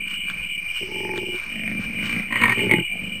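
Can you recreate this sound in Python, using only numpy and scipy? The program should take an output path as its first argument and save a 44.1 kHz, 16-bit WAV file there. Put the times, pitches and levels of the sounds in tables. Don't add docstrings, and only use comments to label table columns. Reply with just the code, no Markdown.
import sys
import numpy as np
from scipy import signal
from scipy.fft import rfft, irfft, next_fast_len
from scipy.io import wavfile
from scipy.ndimage import map_coordinates

SR = 44100
rng = np.random.default_rng(int(sys.argv[2]) if len(sys.argv) > 2 else 0)


def gain_from_decibels(decibels):
    exponent = np.asarray(decibels, float) / 20
    return 10 ** exponent


def generate_wav(sig):
    pcm = np.round(np.clip(np.atleast_2d(sig).T, -1, 1) * 32767).astype(np.int16)
    wavfile.write(sys.argv[1], SR, pcm)


N = 141120


def unit(x):
    return x / np.sqrt(np.mean(x ** 2) + 1e-20)


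def filtered(x, response):
    size = next_fast_len(N + SR // 2)
    return irfft(rfft(x, size) * response(np.fft.rfftfreq(size, 1 / SR)), size)[..., :N]


def resonances(peaks):
    def response(f):
        return sum((-1) ** k * gain_from_decibels(db) * 1j * f * width / (hz * hz - f * f + 1j * f * width)
                   for k, (hz, width, db) in enumerate(peaks))
    return response


def colour(points):
    hz, db = np.transpose(points)
    return lambda f: gain_from_decibels(np.interp(np.log(f + 1), np.log(hz), db))


def lowpass(order, hz):
    return lambda f: signal.freqs(*signal.butter(order, hz, analog=True), f)[1]


def ticks(times_s, gains):
    places = np.clip(np.round(times_s * SR).astype(int), 0, N - 1)
    return np.bincount(places, gains, N)


def grains(rate_hz, spread_db):
    happens = rng.random(N) < rate_hz / SR
    sign, size = rng.standard_normal((2, N))
    return happens * np.sign(sign) * gain_from_decibels(spread_db * size)


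def level(rows):
    return gain_from_decibels(np.interp(np.arange(N) / SR, *np.transpose(rows)))


def swells(rows):
    t = np.arange(N) / SR
    return sum(gain_from_decibels(db) * np.cos(np.pi / 2 * np.clip((t - s) / (1.5 * half), -1, 1)) ** 2
               for s, half, db in rows)


def wings(peaks):
    skirt_hz = 810
    centre_hz = np.mean(peaks, 0)[0]
    return lambda f: resonances(peaks)(f) * resonances([(centre_hz, skirt_hz, 0)])(f) ** 2


# time_s, level_db
CHORUS = [(0.0, -28.5), (0.38, -29), (1.16, -30), (1.51, -30.5), (1.89, -29), (2.01, -25.5), (2.4, -30.5),
          (2.58, -24.5), (2.7, -26), (2.99, -29.5), (3.2, -34)]
# pitch_hz, width_hz, level_db
CHORUS_WINGS = [(2173, 143, -11.5), (2232, 32.3, -5), (2346.5, 40, 2.5), (2472.5, 113, -3.5)]


def cricket_chorus():
    return unit(filtered(grains(rate_hz=790, spread_db=-1.5), wings(CHORUS_WINGS))) * level(CHORUS)


# centre_s, half_length_s, level_db
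CHIRPS = [(.17, 0.14, -28.5), (.5, 0.1, -30.5), (.78, 0.095, -28), (.99, 0.073, -30), (1.27, 0.096, -30),
          (1.6, 0.086, -35), (1.85, 0.012, -34.5), (2.05, 0.095, -31.5), (2.4, 0.093, -27.5),
          (2.6, 0.07, -25), (2.78, 0.093, -29.5), (2.91, 0.09, -36), (3.11, 0.1, -35)]
# pitch_hz, width_hz, level_db
CHIRP_WINGS = [(2799, 88, -9.5), (2919, 18.7, 0), (3031, 42, -9)]


def near_cricket():
    rate_hz, jitter_strokes, spread_db, chirp_db, rest_db = 200, .8, 1.3, -2, -42.5
    t = np.arange(N) / SR
    count = N // 100
    chance = rng.standard_normal((count, 2))
    times_s = (np.arange(count) + jitter_strokes * chance[:, 0]) / rate_hz
    strokes = ticks(times_s, gain_from_decibels(spread_db * chance[:, 1]))
    strokes = strokes * (t < t[-1])
    return unit(filtered(strokes, wings(CHIRP_WINGS))) * (gain_from_decibels(chirp_db) * swells(CHIRPS) + gain_from_decibels(rest_db))


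# time_s, level_db
SHRILL = [(0, -88.5), (.5, -63.5), (.8, -47.5), (1.1, -50), (1.6, -57), (1.9, -57.5), (2.9, -79.5),
          (3.2, -60.5)]
# pitch_hz, width_hz, level_db
SHRILL_WINGS = [(5240, 1200, 0)]


def shrill_haze():
    noise = rng.standard_normal(N)
    return unit(filtered(noise, lambda f: resonances(SHRILL_WINGS)(f) ** 2)) * level(SHRILL)


# pitch_hz, level_db
AIR = [(10, -5), (40, 0.5), (100, -6.5), (300, -17.5), (800, -20), (1900, -14), (3500, -24.5),
       (5400, -24.5)]


def air():
    level_db, wobble_db, sway_hz = -47, -3, 9
    sway = map_coordinates(rng.standard_normal(40), [np.arange(N) * sway_hz / SR])
    return gain_from_decibels(level_db + wobble_db * sway) * unit(filtered(rng.standard_normal(N), colour(AIR)))


CHEST_HZ = 650


def throat_ring(hz, width_hz):
    if hz < CHEST_HZ:
        return lambda f: resonances([(hz, width_hz, 0)])(f) * resonances([(hz, 4 * width_hz, 0)])(f)
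    return lambda f: resonances([(hz, 2.2 * width_hz, 0)])(f) ** 2


def throat_shape(peaks, progress):
    soft_hz = 3500

    def response(f):
        rings = sum(gain_from_decibels(db) * throat_ring(first + progress * (last - first), width)(f)
                    for first, last, width, db in peaks)
        return rings / (1 + 1j * f / soft_hz) ** 2
    return response


# time_s, level_db
MOUTH = [(.83, -10), (.93, 1), (1.12, 8.5), (1.25, -10.5), (1.55, -0.5), (1.7, 2), (1.82, -28), (1.95, -5),
         (2.15, -3), (2.3, 2), (2.44, 3), (2.54, 1.5), (2.6, 4), (2.67, -12.5), (2.72, 7.5), (2.8, -7),
         (2.95, 1), (3.05, -18.5)]


def growl(rows, throat, breath_db, rasp_share):
    jitter_s, scatter_db = .0007, 1
    puff_s, gated_share = .012, .55
    edge_s, fall_s, rasp_s = .03, .025, .0018
    t = np.arange(N) / SR
    s, number, db = np.transpose(rows)

    whole = np.arange(round(number[-1]) + 1)
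    chance = rng.standard_normal((len(whole), 2))
    times_s = np.interp(whole, np.round(number), s) + jitter_s * chance[:, 0]
    flaps = ticks(times_s, gain_from_decibels(np.interp(times_s, s, db) + scatter_db * chance[:, 1]))

    middle = throat_shape(throat, .5)
    peak = np.abs(filtered(ticks(np.zeros(1), np.ones(1)), middle)).max()
    clean = flaps / peak

    puffs = signal.lfilter([1], [1, -np.exp(-1 / (puff_s * SR))], flaps)
    inside = np.clip((t - s[0]) / edge_s + 1, 0, 1) * np.clip((s[-1] - t) / fall_s + 1, 0, 1)
    leak = inside ** 2 * gain_from_decibels(np.interp(t, s, db))
    flow = gated_share * puffs + (1 - gated_share) * leak
    breath_noise, rasp_noise = rng.standard_normal((2, N))
    breath = gain_from_decibels(breath_db) * flow * breath_noise / np.std(filtered(breath_noise, middle))

    bump_t = t[:SR // 40]
    bump = bump_t * np.exp(-bump_t / rasp_s)
    rasp = rasp_noise * signal.fftconvolve(flaps, bump / np.linalg.norm(bump))[:N] / peak
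    mouth_drive = ((1 - rasp_share) * clean + rasp_share * rasp + breath) * level(MOUTH)

    chest = [p for p in throat if p[0] < CHEST_HZ]
    mouth = [p for p in throat if p[0] >= CHEST_HZ]
    progress = np.clip((t - s[0]) / (s[-1] - s[0]), 0, 1)
    voice = np.zeros(N)
    for drive, peaks in [(clean + breath, chest), (mouth_drive, mouth)]:
        if peaks:
            for stage in (0, .5, 1):
                fade = np.clip(1 - 2 * abs(progress - stage), 0, 1)
                voice += filtered(drive * fade, throat_shape(peaks, stage))
    return voice


# time_s, flap_number, peak_db
PURR = [(.018, 0, -33), (.066, 1, -33), (.252, 4, -36), (.31, 5, -37), (.457, 8, -40), (.632, 11, -40)]
OPEN = [(.829, 0, -27), (.886, 1, -31), (.916, 2, -29), (1.005, 4, -26), (1.049, 5, -24), (1.134, 7, -25),
        (1.178, 8, -22), (1.231, 9, -24), (1.341, 11, -27)]
DEEP = [(1.479, 0, -34), (1.556, 2, -28), (1.595, 3, -25), (1.677, 5, -22), (1.751, 7, -22),
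        (1.792, 8, -19), (1.853, 9, -25), (1.945, 11, -23), (2.029, 13, -22), (2.095, 15, -23),
        (2.163, 17, -20), (2.197, 18, -21), (2.233, 19, -31), (2.287, 20, -32)]
SNARL = [(2.322, 0, -22), (2.355, 1, -18), (2.372, 2, -21), (2.414, 3, -15), (2.435, 4, -10),
         (2.454, 5, -16), (2.478, 6, -17), (2.495, 7, -13), (2.52, 8, -14)]
BARK = [(2.574, 0, -25), (2.591, 1, -18), (2.634, 2, -16), (2.666, 3, -17), (2.711, 4, -15),
        (2.737, 5, -13), (2.783, 6, -18), (2.808, 7, -27)]
TAIL = [(2.912, 0, -37), (2.953, 1, -29), (3.074, 4, -26), (3.193, 7, -32)]
# first_hz, last_hz, width_hz, level_db
PURR_THROAT = [(90, 270, 35, -20.5), (199, 179, 37, -6)]
OPEN_THROAT = [(104, 88, 56, -5.5), (180, 200, 45, -2.5), (380.6, 365, 30.4, 5), (770, 1100, 23, -22),
               (870, 864, 29, -5.5), (1960, 1820, 150, -17.5)]
DEEP_THROAT = [(95, 90, 23.3, -8.5), (209.7, 202, 26.7, 2), (474, 400, 53, -22), (650.5, 723, 22, -15),
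               (1890, 2900, 53, -6.5), (2310, 2120, 160, -4)]
SNARL_THROAT = [(104, 117, 40, -8.5), (231, 207, 30, 0.5), (567, 394, 23, -10), (780, 860, 33, -18),
                (1076, 976, 69, -5.5), (1286, 1303, 98, -9), (1634, 1620, 170, -13), (1920, 1860, 65, 0.5),
                (2080, 2180, 217, 0.5), (3960, 4800, 540, -17.5)]
BARK_THROAT = [(104, 130, 40, -11), (217.6, 176, 37, -3), (380, 330, 32.5, -4.5), (887, 870, 16.3, -10.5),
               (1273, 2100, 800, -29), (1920, 2200, 140, -14.5), (2150, 2150, 110, -10)]
TAIL_THROAT = [(100, 78, 38, -15.5), (193.6, 200, 22.2, -2.5), (454, 520, 22, -19), (712, 630, 27, -11)]
# flaps, throat, breath_db (re flaps), rasp_share (0-1)
GROWLS = [(PURR, PURR_THROAT, -24, .2), (OPEN, OPEN_THROAT, -20, .1), (DEEP, DEEP_THROAT, -19, .15),
          (SNARL, SNARL_THROAT, -17, .85), (BARK, BARK_THROAT, -15, .3), (TAIL, TAIL_THROAT, -16, .2)]
VOICE_DB = [0.08, 2.9, 9.07, 8.56, 6.8, 2.4]


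def big_cats():
    lips_hz = 4700
    voices = sum(gain_from_decibels(db) * growl(*turn) for turn, db in zip(GROWLS, VOICE_DB))
    return filtered(voices, lowpass(8, lips_hz))


# centre_s, half_length_s, level_db
RUSTLES = [(.12, 0.055, -39), (.3, 0.05, -43), (.39, 0.1, -49.5), (.77, 0.025, -37), (1.17, 0.02, -35.5),
           (1.37, 0.037, -42), (1.45, 0.1, -42.5), (1.72, 0.075, -45), (1.83, 0.032, -36),
           (2.06, 0.071, -36.5), (2.14, 0.11, -37), (2.48, 0.055, -51.5), (2.6, 0.14, -40.5),
           (2.73, 0.15, -67.5)]
# pitch_hz, level_db
LEAVES = [(500, -64), (900, -20.5), (1500, -9.5), (2200, -16), (3500, -21.5), (5400, -20.5)]


def leaves():
    crackle = grains(rate_hz=900, spread_db=4) + 0.084 * rng.standard_normal(N)
    return unit(filtered(crackle, colour(LEAVES))) * swells(RUSTLES)


# time_s, peak_db, ring_hz, width_hz
SNAPS = [(.2995, -6, 1500, 380), (1.177, -7, 1600, 600), (1.356, -19, 1500, 500), (2.132, -24, 1100, 300),
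         (2.7118, -1, 2200, 60), (2.7355, -18, 2300, 400), (2.571, -23, 1200, 150), (2.787, -24, 1550, 120)]


def twigs():
    crack_hz, crack_width_hz, crack_db, wood_hz = 3230, 2600, -14.5, 4300
    t = np.arange(SR // 20) / SR
    noise = rng.standard_normal(N)
    crack = unit(filtered(noise, lambda f: resonances([(crack_hz, crack_width_hz, 0)])(f) ** 2))
    burst = gain_from_decibels(crack_db) * t / .0005 * np.exp(-t / .0008)
    out = np.zeros(N)
    for s, db, hz, width_hz in SNAPS:
        start = round(s * SR)
        ring = np.sin(2 * np.pi * hz * t) * np.exp(-np.pi * width_hz * t)
        ring = ring * (1 - np.exp(-t * hz)) ** 2
        out[start:][:len(t)] += gain_from_decibels(db) * (ring + burst * crack[start:][:len(t)])
    return filtered(out, lowpass(6, wood_hz))


def forest(near):
    level_db, t60_s = -9, .12
    t = np.arange(SR // 4) / SR
    tail = rng.standard_normal(len(t)) * gain_from_decibels(-60 * t / t60_s)
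    return gain_from_decibels(level_db) * signal.fftconvolve(near, tail / np.linalg.norm(tail))[:N]


def scene():
    night = cricket_chorus() + near_cricket() + shrill_haze() + air()
    near = big_cats() + leaves() + twigs()
    return (night + near + forest(near))[None]


def low_pass(x):
    return signal.sosfilt(signal.butter(12, 17110, fs=SR, output="sos"), x)


def record(dry):
    early_s, early_db, early_hz = .0174, -4.5, 1770
    step, top_hz, roll_hz, offset = 4, 17110, 16000, .0076

    def twice(f):
        early = gain_from_decibels(early_db) / (1 + 1j * f / early_hz) ** 2 * np.exp(2j * np.pi * f * early_s)
        return (1 + early) * (f < SR / step / 2)

    both = filtered(dry[0], twice)
    joined = np.interp(np.arange(N), np.arange(0, N, step), both[::step])
    joined = filtered(joined, lambda f: (f < top_hz) / np.sqrt(1 + (f / roll_hz) ** 20))
    return low_pass(joined[None] + offset)


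dry = scene()
out = record(dry)
generate_wav(out)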